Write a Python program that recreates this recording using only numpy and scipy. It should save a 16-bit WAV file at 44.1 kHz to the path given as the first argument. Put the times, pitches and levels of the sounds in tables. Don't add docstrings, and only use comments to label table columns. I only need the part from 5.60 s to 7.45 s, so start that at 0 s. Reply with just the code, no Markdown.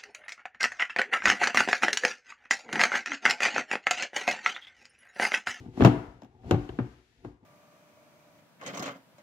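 import sys
import numpy as np
from scipy import signal
from scipy.fft import rfft, irfft, next_fast_len
from scipy.io import wavfile

SR = 44100
rng = np.random.default_rng(int(sys.argv[2]) if len(sys.argv) > 2 else 0)


def bounce(signal):
    frames = np.transpose(np.atleast_2d(signal))
    limited = np.clip(frames, -1, 1)
    pcm = np.round(limited * 32767).astype(np.int16)
    wavfile.write(sys.argv[1], SR, pcm)


def boost(x):
    u = np.asarray(x, float) / 20
    return 10 ** u


N = 81585

# f/Hz, level/dB, t60/s
CASE = [(176, -2.5, 0.061), (251.5, -2.5, 0.19), (291, -6.5, 0.17), (295.4, -16.5, 0.46),
        (368.2, -1.5, 0.15), (420, -6.5, 0.083), (473, -10, 0.1), (687.4, -5, 0.055), (757, -16, 0.21),
        (857.5, -11, 0.07), (1000, -33.5, .08), (1179, -24.5, 0.15), (1400, -20.5, 0.035),
        (2000, -25.5, .05)]
# f/Hz, level/dB, t60/s
BENCH = [(49, -8.5, 0.25), (86.4, -6, 0.091), (120.3, 7.5, 0.15), (154, -2.5, 0.071)]


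def at_hz(points, hz):
    p = np.array(points)
    return np.interp(np.log(np.maximum(hz, 1)), np.log(p[:, 0]), p[:, 1])


def rms_one(x):
    return x / np.sqrt(np.mean(x ** 2) + 1e-20)


def coloured(spectrum, alike):
    mid, side = rng.standard_normal(size=(2, N))
    alike = np.clip(alike, 0, 1)
    pair = np.sqrt(1 + alike) * mid + np.sqrt(1 - alike) * side * [[1], [-1]]
    hz = np.arange(N // 2 + 1) * SR / N
    return rms_one(irfft(rfft(pair) * boost(at_hz(spectrum, hz)), N))


def ring(x, hz, t60_s):
    r = boost(-60 / (t60_s * SR))
    w = 2 * np.pi * hz / SR
    return signal.lfilter([0, np.sin(w)], [1, -2 * r * np.cos(w), r * r], x + 1e-18)


def clicks(s, sizes):
    out = np.zeros(N)
    np.add.at(out, np.clip((s * SR).astype(int), 0, N - 1), sizes)
    return out


def fade(x, t60_s):
    return signal.lfilter([1], [1, -boost(-60 / (t60_s * SR))], x + 1e-18)


def shift(x, s):
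    return np.interp(np.arange(N) - s * SR, np.arange(N), x)


def body(modes, s, db, spread_db):
    chance = rng.standard_normal((len(s), len(modes)))
    out = np.zeros(N)
    for k, (hz, level_db, t60_s) in enumerate(modes):
        strikes = clicks(s, boost(db + level_db + spread_db * chance[:, k]))
        out += ring(strikes, hz, t60_s) * (-1) ** k
    return out


def swells(events):
    split_hz = 1000
    out = np.zeros((2, N + SR))
    age_s = np.arange(SR // 5) / SR
    for start_s, level_db, pitch_hz, cycles in events:
        grown = age_s * pitch_hz / max(cycles, .2)
        swing = grown * np.exp(1 - grown) * np.sin(2 * np.pi * age_s * pitch_hz)
        out[int(pitch_hz > split_hz), int(start_s * SR):][:len(age_s)] -= boost(level_db) * swing
    return out[:, :N]


def air():
    # f/Hz, level/dB per Hz
    air_colour = [(20, -20), (60, 0), (200, -10), (600, -20), (1500, -24), (3000, -27), (7500, -34),
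                  (16000, -56)]
    return boost(-77) * coloured(air_colour, alike=0.28)


def rubbing():
    # t/s, pressure/dB, sliding speed/dB
    rub_curve = [(0, -47, -62.5), (.12, -58, -70), (0.202, -36, -49.5), (.27, -30.5, -44.5),
                 (.36, -37.5, -55), (0.579, -61.5, -72), (0.699, -63.5, -79.5), (.8, -58, -76.5),
                 (0.899, -41, -56), (1.0, -52.5, -58), (1.15, -52.5, -63), (1.271, -55, -63),
                 (1.45, -75.5, -69), (1.63, -64, -70), (1.658, -43, -65), (1.74, -65, -76),
                 (1.79, -75.5, -86), (1.85, -53.5, -83)]
    # f/Hz, level/dB per Hz
    hiss_colour = [(600, -24.5), (1000, -9), (1800, 1), (3000, -1), (7000, -9.5), (8500, -17.5),
                   (12000, -18), (16000, -33.5)]
    slips_per_s, slip_db = 360, 0
    walls_db, bench_db, hiss_db = -1.5, -5.5, -3.5
    s, *curves = np.transpose(rub_curve)
    pressure, speed = (boost(np.interp(np.arange(N) / SR, s, db)) for db in curves)
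    sizes = boost(slip_db * np.minimum(rng.exponential(size=N), 5)) * rng.choice([-1, 1], size=N)
    slips = sizes * (rng.random(N) < slips_per_s / SR)

    def excite(modes):
        return rms_one(sum(boost(0.85 * db) * ring(slips, hz, t60_s * 0.83) for hz, db, t60_s in modes))

    rub = pressure * (boost(walls_db) * excite(CASE) + boost(bench_db) * excite(BENCH))
    hiss = speed * boost(hiss_db) * coloured(hiss_colour, alike=0.033)
    return rub, hiss


def cracks():
    # t/s, slap level/dB, snap level/dB, tick level/dB
    edge_hits = [(0, -61, -77, -65.5), (0.058, -57.5, -79.5, -98), (0.1714, -48, -67.5, -67.5),
                 (0.183, -51.5, -61, -65), (0.199, -44, -58, -64.5), (0.2069, -27, -41.5, -57),
                 (0.2157, -33.5, -40.5, -55), (0.222, -28, -44.5, -59), (0.2371, -29.5, -43.5, -49.5),
                 (.248, -17, -27, -33.5), (0.2591, -31, -34, -44.5), (0.272, -32, -41, -58.5),
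                 (0.352, -47.5, -64, -80), (0.6188, -56, -61.5, -67), (0.633, -67.5, -66.5, -70),
                 (0.646, -59.5, -70, -71), (.832, -60.5, -80, -90), (0.844, -58, -69, -92),
                 (0.9102, -24, -32, -39.5), (0.943, -36.5, -51.5, -70), (1.091, -44.5, -50.5, -67),
                 (1.1882, -32, -54, -69.5), (1.6473, -45.5, -63.5, -72), (1.831, -75, -86.5, -91)]
    # f/Hz, level/dB per Hz
    slap_colour = [(300, -18.5), (550, 2.5), (800, -1), (1400, -8), (2100, -15.5), (3500, -28), (6000, -52)]
    snap_colour = [(1200, -23.5), (2700, 10), (4500, -0.5), (5500, -20.5), (8000, -26), (16000, -46)]
    tick_colour = [(3000, -22), (5200, 3.5), (7300, 1.5), (8500, -17), (10000, -13), (12000, -5.5),
                   (16000, -19.5)]
    rise_s, buzz_db, buzz_t60_s = 0.00014, -12.5, 0.13
    # colour, t60/s, likeness of the two channels
    kinds = (slap_colour, 0.067, 0.63), (snap_colour, 0.025, 0.067), (tick_colour, 0.022, 0.067)
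    s, *levels = np.transpose(edge_hits)
    slow = np.exp(-1 / (rise_s * SR))
    out = []
    for db, (colour, t60_s, alike) in zip(levels, kinds):
        hits = signal.lfilter([1 - slow], [1, -slow], clicks(s, boost(db)) + 1e-18)
        envelope = fade(hits, t60_s) + boost(buzz_db) * fade(hits, buzz_t60_s)
        out.append(coloured(colour, alike) * envelope)
    slap, snap, tick = out
    return slap, snap + tick


def knocks():
    # t/s, knock level/dB, knock f/Hz, bench thud re knock/dB
    drop_hits = [(.001, -38.5, 110, -7), (.060, -34.5, 244, -17), (.082, -37, 257, -6.5),
                 (.080, -37, 130.5, -5.5), (.1745, -25.5, 259, -17.5), (.185, -41.5, 370, -22),
                 (.198, -15.5, 261, -7.5), (.2078, -10.5, 377, -9.5), (.207, -17.5, 78.5, -11),
                 (.219, -10, 258, -8.5), (.2335, -13.5, 169, 5.5), (.248, -3, 350, -15.5),
                 (.2528, -11, 196, -8.5), (.2615, -19, 335.4, -2.5), (.276, -12, 300, -8),
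                 (.30, -39, 300, -20), (.328, -34, 300, -2.5), (.368, -29, 132.4, -2.5),
                 (.621, -39, 650, -21), (.633, -37, 249.5, -10.5), (.659, -48, 241.5, -10),
                 (.745, -52.5, 95.6, -6)]
    rock_hits = [(.8437, -46, 720, -0.5), (0.853, -38, 81.4, -20), (0.8759, -37, 165, -19),
                 (0.9096, -8.5, 335, -24), (0.92, -13.5, 110, -12), (0.9342, -13, 148, -5.5),
                 (0.943, -18, 351, -32.5), (1.004, -35.5, 115, -17), (1.091, -41, 347, 4.5),
                 (1.095, -37, 69, -4), (1.1875, -17, 259, -10), (1.199, -24, 122.5, 2.5),
                 (1.262, -39, 269, -18), (1.347, -59.5, 242, -3.5), (1.389, -59.5, 252, -14),
                 (1.648, -29.5, 345, -9), (1.66, -34, 110, -13), (1.701, -51, 149.3, -1),
                 (1.828, -49.5, 240, -11), (1.62, -58.5, 400, -8.5)]
    knock_cycles, knock_db = 0.78, -2
    case_db, case_spread_db, contact_hz = -15.5, 5.5, 1790
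    wall_reach_hz = 300
    bench_db, bench_delay_s, bench_rise_s, bench_swell_hz = -13, 0.0028, 0.0099, 110
    s, db, hz, thud_db = np.vstack([drop_hits, rock_hits]).T

    knock = np.zeros(N + SR)
    age_s = np.arange(SR // 5) / SR
    for start_s, level_db, pitch_hz in zip(s, db, hz):
        turns = age_s * pitch_hz
        grown = turns / knock_cycles
        swing = grown * np.exp(1 - grown) * np.sin(2 * np.pi * turns)
        knock[int(start_s * SR):][:len(age_s)] -= boost(level_db + knock_db) * swing

    reach_db = 20 * np.log10(np.minimum(hz / wall_reach_hz, 1))
    soft_contact = signal.butter(1, contact_hz, fs=SR, output="sos")
    walls = signal.sosfilt(soft_contact, body(CASE, s, db + reach_db + case_db, case_spread_db))

    thud = body(BENCH, s + bench_delay_s, db + thud_db + bench_db, spread_db=3.5)
    push = np.hanning(int(2 * bench_rise_s * SR))
    carrier = np.cos(2 * np.pi * bench_swell_hz * np.arange(len(push)) / SR)
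    swell = signal.fftconvolve(thud, push * carrier / push.sum() * 2)
    return knock[:N] + walls + swell[:N]


def taps():
    # t/s, level/dB, f/Hz, swell/cycles
    spot_hits = [(.1745, -35, 750, 2), (.2078, -39, 1130, 1.3), (.208, -38, 2630, 2.2),
                 (0.2145, -37, 3230, 2.1), (0.2224, -28, 1540, 1.5), (.237, -39, 6500, 3.2),
                 (.2486, -24, 540, 0.71), (0.2496, -24, 1260, 2.5), (0.2474, -25, 2650, 4.4),
                 (0.2602, -19, 1174, 2.3), (.262, -15, 185, 1.2), (0.282, -26.5, 188, 1.1),
                 (0.314, -40, 380, 3), (.345, -37, 370, 2.6), (.27, -38, 974, 2.5),
                 (0.6215, -53, 5000, 1.5), (0.635, -45, 230, 1.16), (.715, -68, 800, 6),
                 (.745, -61.5, 850, 5.8), (.79, -63, 757, 5.9), (.881, -39.5, 260, 0.38),
                 (0.8996, -47, 275, 1.6), (1.0922, -27.5, 344, 0.75), (1.1952, -32, 417, 1.3),
                 (1.203, -31, 245, 0.58), (1.221, -33, 250, 0.54), (.912, -30, 604, 2.6),
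                 (1.654, -58, 1600, 2.1), (.621, -48.5, 858, 1.6), (.6225, -43, 234, 0.89),
                 (.652, -50, 800, 1.7), (0.9103, -22, 1500, 1.3), (.9098, -28.5, 3520, 2.3),
                 (0.9098, -38, 6620, 4), (.918, -31.5, 740, 3), (0.926, -25.5, 153, 0.5),
                 (.9435, -34.5, 800, 2.5), (1.091, -46.5, 2970, 3), (1.093, -43.5, 1600, 2.3),
                 (1.188, -43, 1445, 2.5), (1.188, -43.5, 2130, 2.2), (1.1883, -55.5, 4100, 3),
                 (1.6483, -45, 797, .8), (1.649, -53.5, 1550, 2.43), (1.6485, -62.5, 3240, 2.5),
                 (1.6492, -63.5, 6500, 3)]
    return swells(spot_hits)


def sways():
    # t/s, level/dB, f/Hz, swell/cycles
    weight_shifts = [
        (0.471, -48, 60.3, 0.93),
        (.67, -65, 60, 0.97),
        (.98, -40, 50.2, 0.8),
        (1.126, -46, 149, 1.6),
        (1.25, -53.5, 64.6, 1.4),
        (1.36, -61, 59.7, 1),
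        (1.57, -61, 55, 0.99),
        (1.69, -55, 55.2, 0.99),
    ]
    return swells(weight_shifts)


def room(x):
    # f/Hz, t60/s
    room_decay = [(100, 0.3), (500, 0.47), (2000, 0.59), (6000, 0.078), (14000, 0.16)]
    shared_below_hz = 508.4
    size = next_fast_len(N + SR)
    hz = np.arange(size // 2 + 1) * SR / size
    lags_s = rng.uniform(.011, .04, size=(2, 10, 1))
    signs = rng.choice([-1, 1], size=(2, 10, 1))
    loop = boost(-60 * lags_s / at_hz(room_decay, hz)) * np.exp(-2j * np.pi * hz * lags_s)
    left, right = np.sum(loop / (1 - loop) * signs, axis=1)
    shared = 1 / (1 + (hz / shared_below_hz) ** 4)
    response = np.array([left, shared * left + (1 - shared) * right])
    return irfft(rfft(x, size) * response, size)[:, :N] / 3


def scene():
    left_db, left_slap_db, left_high_db = 4, 2, 5.5
    low_lag_s, slap_lag_s, high_lag_s = 0.00022, 0.00012, 0.0004
    room_db, room_high_db, room_tap_db = -12.5, -11.5, -8.5
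    background = air()
    rub, hiss = rubbing()
    slap, snap = cracks()
    knock = knocks()
    tap_low, tap_high = taps() + sways()
    low = knock + rub + tap_low
    high = snap + hiss
    lean = np.array([[.5], [-.5]])

    near_low = np.array([shift(low, low_lag_s), low]) * boost(left_db * lean)
    near_slap = np.array([slap[0], shift(slap[1], slap_lag_s)]) * boost(left_slap_db * lean)
    near_high = np.array([high[0] + tap_high, shift(high[1] + tap_high, high_lag_s)])
    near_high = near_high * boost(left_high_db * lean)

    bright = high[0] + slap[0] + boost(room_tap_db) * tap_high
    wet = room(boost(room_db) * low + boost(room_high_db) * bright) * boost(left_db * lean)
    return near_low + near_slap + near_high + wet + background


def low_pass(x):
    return signal.sosfilt(signal.butter(12, 16460, fs=SR, output="sos"), x)


def record(dry):
    low_cut = signal.butter(4, 42, "high", fs=SR, output="sos")
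    top_cut = signal.cheby2(10, 60, 16800, fs=SR, output="sos")
    x = signal.sosfilt(top_cut, signal.sosfilt(low_cut, dry))
    return low_pass(np.clip(x, -1, 1))


dry = scene()
out = record(dry)
bounce(out)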